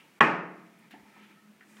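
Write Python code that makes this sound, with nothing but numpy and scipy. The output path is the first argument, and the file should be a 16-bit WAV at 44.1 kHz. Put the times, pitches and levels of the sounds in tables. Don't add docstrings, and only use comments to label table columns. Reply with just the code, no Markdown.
import sys
import numpy as np
from scipy import signal
from scipy.fft import rfft, irfft, next_fast_len
from scipy.io import wavfile
from scipy.ndimage import map_coordinates

SR = 44100
rng = np.random.default_rng(int(sys.argv[2]) if len(sys.argv) > 2 else 0)


def ratio(d):
    e = np.asarray(d, float) / 20
    return 10 ** e


def file_out(sig):
    cols = np.atleast_2d(sig).T
    lim = np.clip(cols, -1, 1)
    pcm = np.round(lim * 32767).astype(np.int16)
    wavfile.write(sys.argv[1], SR, pcm)


N = 79380
BLOW_S = 0.2074


def unit(x):
    return x / np.sqrt(np.mean(x ** 2) + 1e-20)


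def along(points, hz):
    f, v = np.transpose(points)
    return np.interp(np.log(hz + 1), np.log(f + 1), v)


def curve(rows):
    return np.interp(np.arange(N) / SR, *np.transpose(rows))


def noise(response, size=N):
    m = next_fast_len(size + 8192)
    spectrum = rfft(rng.standard_normal(m)) * response(np.fft.rfftfreq(m, 1 / SR))
    return unit(irfft(spectrum, m)[:size])


def spectral_noise(points, size=N):
    return noise(lambda f: ratio(along(points, f)), size)


def peak(f, hz, width_hz):
    return 1j * f * width_hz / (hz * hz - f * f + 1j * f * width_hz)


def wobble(rate):
    return map_coordinates(rng.standard_normal(200), [np.arange(N) * rate / SR])


def add(track, s, x):
    part = track[round(s * SR):][:len(x)]
    part += x[:len(part)]


def ring(pitches, decays, t, attack_s, turn):
    total = 0
    for hz, (db, t60) in zip(pitches, decays):
        phase = 2 * np.pi * (hz * t + turn * rng.random())
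        total = total + ratio(db - 60 * t / t60) * np.sin(phase)
    return (1 - np.exp(-t / attack_s)) * total


LID_HZ = [228, 380, 798, 838, 894, 970, 1115, 1256, 1356, 1675, 1808, 1940, 2495, 3200]
# level in dB, T60 in seconds.
LID = [(-14, 0.26), (-9, .07), (-14.5, 0.073), (-7.5, 0.18), (-10, 0.11), (-9, 0.17), (7, 0.04),
       (-17, 0.35), (-10.5, 0.089), (-11.5, .2), (-13, 0.16), (-10, 0.15), (-11.5, 0.13), (-17, 0.015)]
# frequency in Hz, level in dB per Hz.
CRACK = [(60, -41.5), (140, -19.5), (400, -8.5), (1150, -6), (3300, -13), (3900, -31.5), (8000, -41),
         (15500, -61)]


def lid():
    blow_db, lid_rise_s = -9.5, 0.002
    crack_db, crack_t60_s = -10, 0.035
    snap_hz, snap_s, snap_db = 1900, 0.00026, -7
    lead_s, lead_db, lead_t60_s = 0.0028, -39.5, 0.046
    out, t = np.zeros(N), np.arange(SR // 2) / SR
    burst = spectral_noise(CRACK, len(t))
    rise = (1 - np.exp(-t / 0.0005)) ** 2

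    u = t - 2 * snap_s
    snap = ratio(snap_db) * np.cos(2 * np.pi * snap_hz * u) * np.exp(-(u / snap_s) ** 2)
    modes = ratio(blow_db) * ring(LID_HZ, LID, t, lid_rise_s, 0.26)
    crack = rise * ratio(crack_db - 60 * t / crack_t60_s) * burst
    first_touch = rise * ratio(lead_db - 60 * t / lead_t60_s) * burst[::-1]

    add(out, BLOW_S, snap + modes + crack)
    add(out, BLOW_S - lead_s, first_touch)
    return out


# frequency in Hz, level in dB per Hz.
TAIL = [(60, -71), (115, -33), (145, -8.5), (1100, 0), (2500, -5.5), (3600, -26), (8000, -39),
        (15500, -54.5)]
# frequency in Hz, T60 in seconds.
TILES = [(130, 0.92), (300, 0.86), (700, 0.63), (1500, 0.64), (3000, 0.52), (6000, 0.51), (12000, .25)]
ROOM_HZ = [145, 165, 181, 220, 285, 320, 361, 438, 672, 837, 906, 1080, 1255, 1812]
# level in dB, T60 in seconds.
ROOM_MODES = [(-35, 0.56), (-35, 0.83), (-39, 1.4), (-47.5, 2.1), (-35.5, 0.8), (-33.5, .9), (-36.5, 0.91),
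              (-32.5, 0.66), (-41.5, 1.1), (-32, 0.44), (-29.5, 0.62), (-31.5, .5), (-31.5, 0.73),
              (-29.5, 0.66)]


def bathroom():
    tail_db, tail_rise_s = -19.5, 0.0064
    out, t = np.zeros(N), np.arange(SR * 3 // 2) / SR
    hz, s, z = signal.stft(spectral_noise(TAIL, len(t)), SR, nperseg=256)
    decay = ratio(-60 * s / along(TILES, hz)[:, None])
    tail = signal.istft(z * decay, SR, nperseg=256)[1][:len(t)]
    diffuse = ratio(tail_db) * (1 - np.exp(-t / tail_rise_s)) * tail
    add(out, BLOW_S, diffuse + ring(ROOM_HZ, ROOM_MODES, t, 0.0038, 0.89))
    return out


# start in seconds, level in dB, centre in Hz,
# width in Hz, T60 in seconds.
TAPS = [(0.2116, -51, 45, 59.6, 0.35), (.7891, -68.5, 10000, 8930, 0.065),
        (0.9088, -52.5, 1870, 3550, 0.14), (0.9098, -64.5, 12100, 8100, 0.069),
        (0.9252, -52.5, 2060, 1490, 0.21), (0.93, -53.5, 264, 258, 0.53), (.9381, -54, 715, 110, .21),
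        (.9421, -54.5, 887, 160, 0.27), (0.9403, -58, 1740, 131, 0.3), (0.984, -63.5, 75, 55, 0.26),
        (1.0476, -61, 870, 173, .3), (1.1649, -58, 1000, 915, 0.2), (1.3604, -66, 1290, 65, 0.59),
        (1.369, -63, 1820, 94.5, 0.32), (1.609, -51.5, 1600, 1510, 0.081), (1.6075, -63.5, 2800, 510, .041),
        (1.6242, -56, 1753, 910, .091), (1.7669, -57.5, 3290, 505, 0.037),
        (1.7672, -53.5, 1670, 2330, 0.084), (1.7851, -56.5, 1420, 2600, 0.1)]


def seat_taps():
    out, t = np.zeros(N), np.arange(SR // 3) / SR
    for s, db, hz, width_hz, t60 in TAPS:
        puff = noise(lambda f: peak(f, hz, width_hz) ** 3, len(t))
        build_up = 1 - np.exp(-t * hz / 0.5)
        add(out, s, ratio(db - 60 * t / t60) * build_up * puff)
    return out


# frequency in Hz, width in Hz, level in dB.
SEAT = [(902, 78, -5.5), (1290, 36, -3.5), (1820, 49, -10.5), (2465, 340, -8.5)]
# time in seconds, level in dB.
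HINGE = [(0, -61), (.06, -65.5), (.2, -66), (.9, -64.5), (1.05, -65), (1.2, -58.5), (1.32, -63),
         (1.42, -75), (1.58, -73), (1.8, -60)]


def hinge():
    def body(f):
        total = 0.29 * peak(f, 2000, 1800) ** 2 + 0.54 * peak(f, 330, 180) ** 2
        for k, (hz, width_hz, db) in enumerate(SEAT):
            total = total + (-1) ** k * ratio(db) * peak(f, hz, width_hz)
        return total

    return ratio(curve(HINGE) + 2.0 * wobble(40)) * noise(body)


# time in seconds, level in dB.
HUM = [(.2, -84), (.6, -75.5), (.8, -74), (.9, -66.5), (.96, -57.5), (1.04, -68), (1.08, -57), (1.14, -72),
       (1.2, -57.5), (1.31, -59.5), (1.39, -69.5), (1.45, -60), (1.5, -53), (1.56, -65.5), (1.64, -68),
       (1.68, -61), (1.8, -59.5)]


def bowl():
    bowl_hz, drift_hz = 208, 2.5
    phase = 2 * np.pi * np.cumsum(bowl_hz + drift_hz * wobble(14)) / SR
    tone = np.sqrt(2) * np.sin(phase) * ratio(1.5 * wobble(30))
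    return ratio(curve(HUM)) * tone


# time in seconds, level in dB.
SWISH = [(0, -61.5), (.1, -76.5), (.2, -82.5), (1.12, -83), (1.22, -63.5), (1.33, -70), (1.4, -85)]


def swish():
    return ratio(curve(SWISH)) * noise(lambda f: peak(f, 2800, 1470) ** 3)


# time in seconds, level in dB.
SLEEVE = [(1.55, -110), (1.7, -68.5), (1.74, -71), (1.78, -68), (1.8, -71)]


def sleeve():
    return ratio(curve(SLEEVE)) * noise(lambda f: peak(f, 7320, 6000) ** 2)


# frequency in Hz, level in dB per Hz.
HUSH = [(40, -31.5), (110, -14), (165, 1), (320, -4.5), (550, -11.5), (2600, -15), (4000, -22),
        (15500, -29)]


def hush():
    hush_db = -62.5
    return ratio(hush_db + 0.6 * wobble(2.7)) * spectral_noise(HUSH)


# start in seconds, depth in dB, recovery in seconds.
DUCKS = [
    (0.193, 28.5, 0.18),
    (.195, 2, 0.95),
    (.889, 5, 0.01),
]


def duck():
    attack_s = 0.002
    t, reduction_db = np.arange(N) / SR, np.zeros(N)
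    for s, depth_db, recovery_s in DUCKS:
        since = np.maximum(t - s, 0)
        reduction_db += depth_db * (1 - np.exp(-since / attack_s)) * np.exp(-(since / recovery_s) ** 2)
    return ratio(-reduction_db)


def scene():
    impacts = lid() + bathroom() + seat_taps()
    quiet = hinge() + bowl() + swish() + sleeve() + hush()
    return (impacts + duck() * quiet)[None]


def top_cut(x):
    return signal.sosfilt(signal.butter(12, 15920, fs=SR, output="sos"), x)


def record(dry):
    top_hz = 15900
    high_pass = signal.butter(N=2, Wn=90, btype="high", fs=SR, output="sos")
    spectrum = rfft(signal.sosfilt(high_pass, dry))
    mix = irfft(spectrum * (np.fft.rfftfreq(N, 1 / SR) < top_hz), N)
    return top_cut(mix)


dry = scene()
out = record(dry)
file_out(out)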